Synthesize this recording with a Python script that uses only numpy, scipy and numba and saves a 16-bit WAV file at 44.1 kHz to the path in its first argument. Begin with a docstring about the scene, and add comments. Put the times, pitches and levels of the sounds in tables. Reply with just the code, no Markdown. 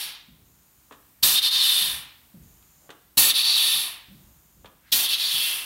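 """A parked truck's air brakes are applied and let off again and again in a garage, a phone close to the chassis.
At first a release is dying away. Then come three rounds: the linkage groans, feed air whispers and the valve
gear knocks; a faint swish comes before the second round's knock, another before the third round's release.
The port opens with a blast of noise, chokes twice and drains with a ringing hiss of gliding, filtered noise; the
linkage groans again. Steel plates echo the air, the garage rings briefly; a wavering hiss and a rumble lie below."""
import sys
import numpy as np
from scipy import signal
from scipy.fft import rfft, irfft
from scipy.io import wavfile
from scipy.ndimage import map_coordinates
from numba import njit

SR = 44100
rng = np.random.default_rng(int(sys.argv[2]) if len(sys.argv) > 2 else 0)


def inscribe(sig):
    """Save sig as 16-bit PCM at rate SR to the path in sys.argv[1].

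    A 1-D sig is mono; a 2-D sig holds one channel per row.
    Samples are clipped to [-1, 1] before scaling.
    """
    pcm = np.round(np.clip(np.atleast_2d(sig).T, -1, 1) * 32767)
    wavfile.write(sys.argv[1], SR, pcm.astype(np.int16))


N = 249165
T = np.arange(N) / SR  # time, s
HZ = np.maximum(np.fft.rfftfreq(N, 1 / SR), 1)

# the brakes are let off; the first release is already dying away: start [t/s], jet [level/dB],
# kick over the port [level/dB], port [level/dB], spray once the valve is wide, before its widening lift [level/dB],
# hold [t/s], port fade [t/s], top port pitch [f/Hz], late sink of the pitch [Hz per s]
RELEASES = [(-0.68, -15.5, 10, -28, -34, .51, 0.44, 4220, 0),
            (1.225, -15.2, 12, -23.5, -32.4, .5, 0.31, 4130, 100),
            (3.170, -13, 7.5, -23.6, -33, .48, 0.32, 4150, 100),
            (4.917, -17.8, 16.5, -26, -34.1, .48, 0.31, 4020, 1600)]
OPEN_S, BLAST_S = 0.011, 0.133  # the port opens; the full-pressure jet lasts


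def undb(db):
    """Turn decibels into gain."""
    return 10 ** (np.asarray(db) / 20)


def unit(x):
    """Scale to an average strength (rms) of 1."""
    return x / np.sqrt(np.mean(x ** 2))


def shape(points):
    """Gain at every frequency, drawn through (Hz, dB) points."""
    hz, db = np.transpose(points)
    return undb(np.interp(np.log(HZ), np.log(hz), db))


def noise(gain):
    """Noise of rms 1 with the given gain at every frequency."""
    return unit(irfft(rfft(rng.standard_normal(N)) * gain, N))


def walk(rate):
    """Smooth random wandering of rms 1 that changes about rate times a second."""
    return noise(1 / (1 + (HZ / rate) ** 4))


def gate(start, length, rise, fall):
    """Open in rise s, stay open until start + length, then die away with time constant fall."""
    return np.clip((T - start) / rise, 0, 1) * np.exp(-np.maximum(T - start - length, 0) / fall)


@njit
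def bandpass(x, hz, width):
    """A resonance whose centre can move: two stored values swing against each other."""
    y, band, low = np.empty(len(x)), 0., 0.
    for i in range(len(x)):
        g, k = np.tan(np.pi * hz[i] / SR), width / hz[i]
        v = (band + g * (x[i] - low)) / (1 + g * (g + k))
        band, low = 2 * v - band, low + 2 * g * v
        y[i] = k * v
    return y


def glide(centre, width, source):
    """Two moving resonances in a row, scaled to rms 1."""
    return unit(bandpass(bandpass(source, centre, width), centre, width))


def blasts(crack_db=3, crack_s=0.013, thump_s=0.052, sag_db_per_s=64, thump_db=-24.2):
    """A broad jet starts with a crack and a thump, sags with the pressure and is cut off."""
    # colour of the jet: [f/Hz], [level/dB per Hz]
    jet_colour = [(60, -37.5), (300, -18.5), (700, -11.5), (1200, -10.5), (2000, -7.5), (2700, -2),
                  (4500, -5), (5600, -1.5), (7000, -3), (10000, -2), (11500, 2), (15800, 0)]
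    # colour of the thump: [f/Hz], [level/dB per Hz]
    thump_colour = [(10, -62.5), (30, -19), (60, -2.5), (125, -3), (190, -6), (260, -3), (500, -19),
                    (1500, -44.5)]
    jet, thump, out = noise(shape(jet_colour)), noise(shape(thump_colour)), 0
    for start, jet_db, *_ in RELEASES:
        age = np.maximum(T - start, 0)
        level_db = jet_db - sag_db_per_s * age + crack_db * np.exp(-age / crack_s)
        out += jet * gate(start, BLAST_S, OPEN_S, 0.0058) * undb(level_db)
        out += thump * gate(start, 0.0052, .004, thump_s) * undb(jet_db + thump_db)  # level is over the jet's
    return out


def drain(port_width_hz=1890.0, core_width_hz=930.0, core_db=-5, flutter_db=0.46, sputter_db=.8):
    """Turbulent air rings the port; fine spray and a low rush go with it; the valve chokes all three."""
    # the valve nearly shuts for a moment: [t/s], depth [level/dB], half width [t/s], surge just before [level/dB]
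    choke_rows = [(1.409, 18.5, 0.012, 2.5), (1.5, 11.5, .016, 1), (3.332, 13.5, 0.016, 5.5),
                  (3.435, 4.5, .014, 0), (5.079, 8, 0.009, -1), (5.17, 7.5, 0.02, 6)]
    # colour of the fine spray: [f/Hz], [level/dB per Hz]
    spray_colour = [(2000, -28), (5000, -2), (7000, -12), (8200, -5), (9700, 2.5), (10500, 0.5), (11500, 3),
                    (13000, -4.5), (15800, -3.5)]
    # colour of the low rush: [f/Hz], [level/dB per Hz]
    rush_colour = [(60, -26.5), (250, -11.5), (500, -15), (900, -5.5), (1400, -5.5), (1800, -1.5),
                   (2600, 2), (3500, -2.5), (6000, -17)]
    kick_s, jet_port_db = 0.011, -4  # opening kicks the port into ringing; under the jet it rings less
    wide_after_s, widening_s = 0.392, 0.02  # then the valve opens wide
    jet_sag_hz, wide_drop_hz = 420, 490  # pitch sags under the jet and recovers, then drops as the valve widens
    early_spray_db_per_s, wide_spray_db, late_port_db_per_s = 21, 6.5, 12
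    fade_s = 0.3  # of spray and rush; the port has its own
    port_fade_db, spray_fade_db, rush_fade_db = 33, 22, 10  # lost in one fade time; the rush lasts longest
    rush_db = -4.4  # over the spray
    surge_lead_s, surge_width_s = 0.028, 0.016  # air speeds up through the narrowing gap before a choke

    port, spray, rush, centre = np.zeros((4, N))
    for start, _, kick_db, port_db, spray_db, hold, port_fade, top_hz, sink in RELEASES:
        age = np.clip(T - start, 0, 1)
        opening = gate(start, 1, OPEN_S, .03)
        wide = .5 + .5 * np.tanh((age - wide_after_s) / widening_s)
        late = np.maximum(age - wide_after_s, 0)
        # after the hold the pressure runs out ever faster
        spent = (np.maximum(age - hold, 0) / fade_s) ** 3
        port_spent = (np.maximum(age - hold, 0) / port_fade) ** 3

        start_db = kick_db * np.exp(-((age - OPEN_S) / kick_s) ** 2) + jet_port_db * (age < BLAST_S)
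        late_db = -late_port_db_per_s * late
        early_db = early_spray_db_per_s * np.maximum(wide_after_s - age, 0)  # spray thins until the valve widens
        port += opening * undb(port_db + start_db + late_db - port_fade_db * port_spent)
        spray += opening * undb(spray_db + early_db + wide_spray_db * wide - spray_fade_db * spent)
        rush += opening * undb(spray_db + rush_db - rush_fade_db * spent)

        sag = np.interp(age, [0, BLAST_S, wide_after_s], [0, 1, 0])
        pitch = top_hz - jet_sag_hz * sag - wide_drop_hz * wide - sink * late
        centre = np.where((T >= start) | (centre == 0), pitch, centre)

    choke_db, surge_db = 0, 0
    for at, depth_db, width, lift_db in choke_rows:
        choke_db -= depth_db * np.exp(-((T - at) / width) ** 2)
        surge_db += lift_db * np.exp(-((T - at + surge_lead_s) / surge_width_s) ** 2)
    # a broad resonance with a narrower, half whistling core; both glide with the opening
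    skirt = glide(centre, port_width_hz, noise(1))
    core = glide(centre, core_width_hz, noise(1))
    ring = unit(skirt + undb(core_db) * core) * undb(surge_db + flutter_db * walk(45))
    air = port * ring + spray * noise(shape(spray_colour)) + rush * noise(shape(rush_colour))
    return air * undb(choke_db + sputter_db * walk(400))


def housing(air):
    """Valve housing and chassis strengthen some pitches and weaken others, each release in its own way."""
    # resonances and notches where the phone is, one table a release: [f/Hz], width [f/Hz], lift [level/dB]
    first = [(850, 48, 10), (1670, 38, 8.2), (3020, 230, 2.5), (3860, 140, -4), (4608, 37, 4),
             (5460, 97, 6)]
    second = [(1003, 37, 7), (1189, 75, 8), (1799, 55, 7), (2159, 105, -11), (3015, 35, 9), (3540, 75, 11),
              (3662, 45, 8.5), (4122, 45, 7), (4450, 500, 3), (7802, 60, 9), (8234, 65, 11), (9091, 110, 7),
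              (11480, 160, 6), (13008, 65, 7)]
    third = [(885, 110, 6), (1180, 55, 11), (1620, 130, -10), (1790, 58, 11), (2100, 90, -11),
             (2600, 160, 6), (3540, 150, 9), (3850, 55, 8), (4490, 220, 10.5), (4840, 80, -8),
             (7778, 65, 10), (9661, 160, 9), (10600, 500, -7), (11120, 260, 12)]
    fourth = [(1140, 90, -10), (1570, 57, -3), (2210, 160, -7), (2541, 20, 9), (2692, 60, 4),
              (2929, 47, -8), (3015, 40, 8), (3300, 45, 8), (3540, 60, 7), (3730, 50, -7), (4320, 60, 6),
              (4480, 55, 8), (12930, 200, 4.5), (14080, 250, 6.5)]
    out, starts = 0, [row[0] for row in RELEASES]
    for begin, end, table in zip(starts, starts[1:] + [np.inf], (first, second, third, fourth)):
        part = air * ((T >= begin) & (T < end))
        for hz, width, db in table:  # one peaking filter each
            cos = np.cos(2 * np.pi * hz / SR)
            damp, lift = np.pi * abs(width) / SR, undb(db / 2)
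            top = [1 + damp * lift, -2 * cos, 1 - damp * lift]
            bottom = [1 + damp / lift, -2 * cos, 1 - damp / lift]
            part = signal.lfilter(top, bottom, part + 1e-18)  # the tiny offset avoids slow, near-zero numbers
        out = out + part
    return out


def chassis(x, echo=.15, drift_s=.00002, plate_hz=1500., count=8):
    """Nearby steel plates reflect the short waves and comb the hiss; the paths drift as the phone moves."""
    out = x.copy()
    short = signal.sosfilt(signal.butter(2, plate_hz, "high", fs=SR, output="sos"), x + 1e-18)
    for lag in rng.uniform(.001, .012, count):  # delay of each path, s
        place = (T - lag - drift_s * walk(.7)) * SR
        out += echo * map_coordinates(short, [place], order=3)
    return out / np.sqrt(1 + count * echo ** 2)


def knocks(ring_s=0.014, contact_s=0.0014, tick_db=-3, tick_s=0.0017):
    """A sharp tick and a short, heavily damped ring of noise; a softer contact has less treble."""
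    # knocks in the valve gear, mostly a dull blow and then a brighter one:
    # [t/s], [level/dB], low edge [f/Hz], high edge [f/Hz]
    knock_rows = [(0.496, -61.5, 40, 248), (0.91, -42, 120, 1380), (0.922, -47, 700, 4510),
                  (2.625, -63.5, 1500, 6000), (2.892, -42, 120, 1500), (2.903, -43, 800, 5630),
                  (4.645, -44, 120, 1424), (4.657, -46, 700, 4220)]
    # colour of a knock: [f/Hz], [level/dB per Hz]
    knock_colour = [(50, -9.5), (150, -1.5), (330, 3), (700, -2), (1400, -2), (2100, -9), (3400, -1.5),
                    (5000, -15.5), (6400, -10.5), (9000, -11), (15000, -25)]
    out = 0
    for start, db, low_hz, high_hz in knock_rows:
        band = 1 / np.sqrt((1 + (low_hz / HZ) ** 2) * (1 + (HZ / high_hz) ** 4))
        ring = gate(start, contact_s, .001, ring_s)
        tick = undb(tick_db) * gate(start, contact_s, 0.0013, tick_s)
        out += undb(db) * (ring + tick) * noise(shape(knock_colour) * band)
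    return out


def groans(droop=0.77, width_hz=63.0, shudder_db=-6):
    """Uneven slips in the linkage ring a low resonance that sinks as the motion slows, and shake the frame."""
    # the linkage groans as it moves: [t/s], ring before friction [level/dB], length [t/s], starting pitch [f/Hz]
    groan_rows = [(0.279, -53.5, 0.11, 215), (1.802, -54, 0.15, 190), (2.337, -48, 0.075, 219),
                  (3.713, -57, 0.14, 180), (4.077, -49.5, 0.163, 214.5), (5.328, -53.5, 0.097, 183)]
    # shudder of the frame under a groan: [f/Hz], [level/dB per Hz]
    shudder_colour = [(10, -60), (30, -18), (50, 13), (110, -2), (250, 4), (350, -8.5), (700, -51)]
    slips, shudder, out = noise(1), noise(shape(shudder_colour)), 0
    for start, db, length, hz in groan_rows:
        centre = hz * np.exp(-droop * np.clip((T - start) / length, 0, 1))
        ring = np.tanh(glide(centre, width_hz, slips) / 2) * 2  # friction limits each slip
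        motion = gate(start, length / 2, 0.0088, length * 0.15)  # full for half the length, then fades
        out += undb(db) * motion * (ring + undb(shudder_db) * shudder)
    return out


def feeds():
    """Noise makes a thin whisper in the lines while the chambers fill."""
    # feed air filling the brake chambers: [t/s], length [t/s], [level/dB]
    feed_rows = [(0.44, 0.52, -69), (2.414, 0.46, -64), (4.184, 0.467, -68)]
    # colour of the whisper: [f/Hz], [level/dB per Hz]
    feed_colour = [(1000, -10), (5500, -11), (6500, 7.5), (7300, 8.5), (8000, -18), (9200, 3), (10500, -11),
                   (13500, -1), (15800, -8.5)]
    flow = sum(undb(db) * gate(start, length, 0.017, .02) for start, length, db in feed_rows)
    return noise(shape(feed_colour)) * flow


def swishes():
    """Air seeps past a seat that is about to move, and swells."""
    # faint swishes just before a valve moves: [t/s], length [t/s], [level/dB], centre [f/Hz]
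    swish_rows = [(2.797, 0.076, -67, 620), (2.82, 0.055, -71.5, 1800), (4.81, 0.086, -61.5, 1840),
                  (4.855, 0.058, -61.5, 3660)]
    out = 0
    for start, length, db, hz in swish_rows:
        band = 1 / (1 + (2 * np.log2(HZ / hz)) ** 2)
        out += undb(db) * gate(start, length, length * .6, 0.0088) * noise(band)
    return out


def octave(spectrum, centre):
    """The part of a spectrum around one centre, fading to nothing an octave away."""
    return irfft(spectrum * np.clip(1 - abs(np.log2(HZ / centre)), 0, 1), N)


def reverberation(x, gap_s=0.0077):
    """Many blurred echoes, made of fading noise in octave bands; the highest treble dies first."""
    # reverberation of the garage: [f/Hz], time to fall by 60 dB [t/s], [level/dB]
    room = [(100, 0.53, -10.5), (981, 0.46, -2.5), (3520, 0.78, -10), (7000, .36, -16.5),
            (14070, .22, -13.5)]
    hz, t60, db = np.transpose(room)
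    white, tail = rfft(rng.standard_normal(N)), 0
    for centre in 62.5 * 2 ** np.arange(9):
        decay = np.interp(np.log(centre), np.log(hz), t60)
        wet_db = np.interp(np.log(centre), np.log(hz), db)
        # the tail rises between 0.5 and 1.5 gaps, and falls by 60 dB in the decay time
        fade = np.clip(T / gap_s - .5, 0, 1) * np.exp(-np.log(1000) * T / decay)
        tail += undb(wet_db) * octave(white, centre) * fade / np.sqrt(np.sum(fade ** 2))
    return signal.fftconvolve(x, tail)[:N]


def background(waver_db=0.54, rumble_db=-67, rise_s=0.05, fall_s=0.09):
    """Low noise rumbles and swells now and then; the bands of a faint hiss waver on their own."""
    # colour of the hiss: [f/Hz], [level/dB per Hz]
    hiss_colour = [(10, -72), (30, -18.5), (60, -8.5), (160, -13), (300, -12.5), (450, -21), (1000, -17.5),
                   (2000, -21.5), (4500, -23.5), (7000, -23), (9000, -20), (10500, -23), (13000, -15),
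                   (15800, -17.5)]
    # level of the hiss: [t/s], [level/dB]
    hiss_level = [(0, -61.5), (.8, -58.2), (2.3, -56.8), (3.1, -58.8), (4.2, -56), (4.6, -60.5)]
    # colour of the rumble: [f/Hz], [level/dB per Hz]
    rumble_colour = [(10, -72), (25, -23), (35, -7), (50, 3.5), (100, -5), (155, -3), (250, -13.5),
                     (500, -24), (1500, -43.5)]
    # soft low rumbles of the frame, most of them after a groan: [t/s], length [t/s], [level/dB]
    rumble_rows = [(0.36, .07, -57), (1.84, .12, -51.5), (2.37, .07, -51), (4.16, .16, -57.5),
                   (4.54, .08, -54.5)]
    spectrum, hiss = rfft(noise(shape(hiss_colour))), 0
    for centre in 2 ** np.arange(5., 15.):
        hiss += octave(spectrum, centre) * undb(waver_db * walk(5))
    swells = sum(undb(db) * gate(start, length, rise_s, fall_s) for start, length, db in rumble_rows)
    rumble = noise(shape(rumble_colour)) * np.hypot(undb(rumble_db), swells)  # steady part and swells
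    return hiss * undb(np.interp(T, *np.transpose(hiss_level))) + rumble


def scene():
    """The air system, its reflections and the garage, the same in both ears."""
    air = drain() + blasts()
    works = knocks() + groans() + feeds() + swishes()
    mono = chassis(housing(air)) + works + reverberation(air + works) + background()
    return np.array([mono, mono])


def record(dry, low_hz=32., top_hz=15780):
    """The phone thins the deepest bass and cuts the top."""
    thin = signal.sosfilt(signal.butter(2, low_hz, "high", fs=SR, output="sos"), dry)
    return signal.sosfilt(signal.ellip(12, .2, 70, top_hz, fs=SR, output="sos"), thin)


dry = scene()
out = record(dry)
inscribe(out)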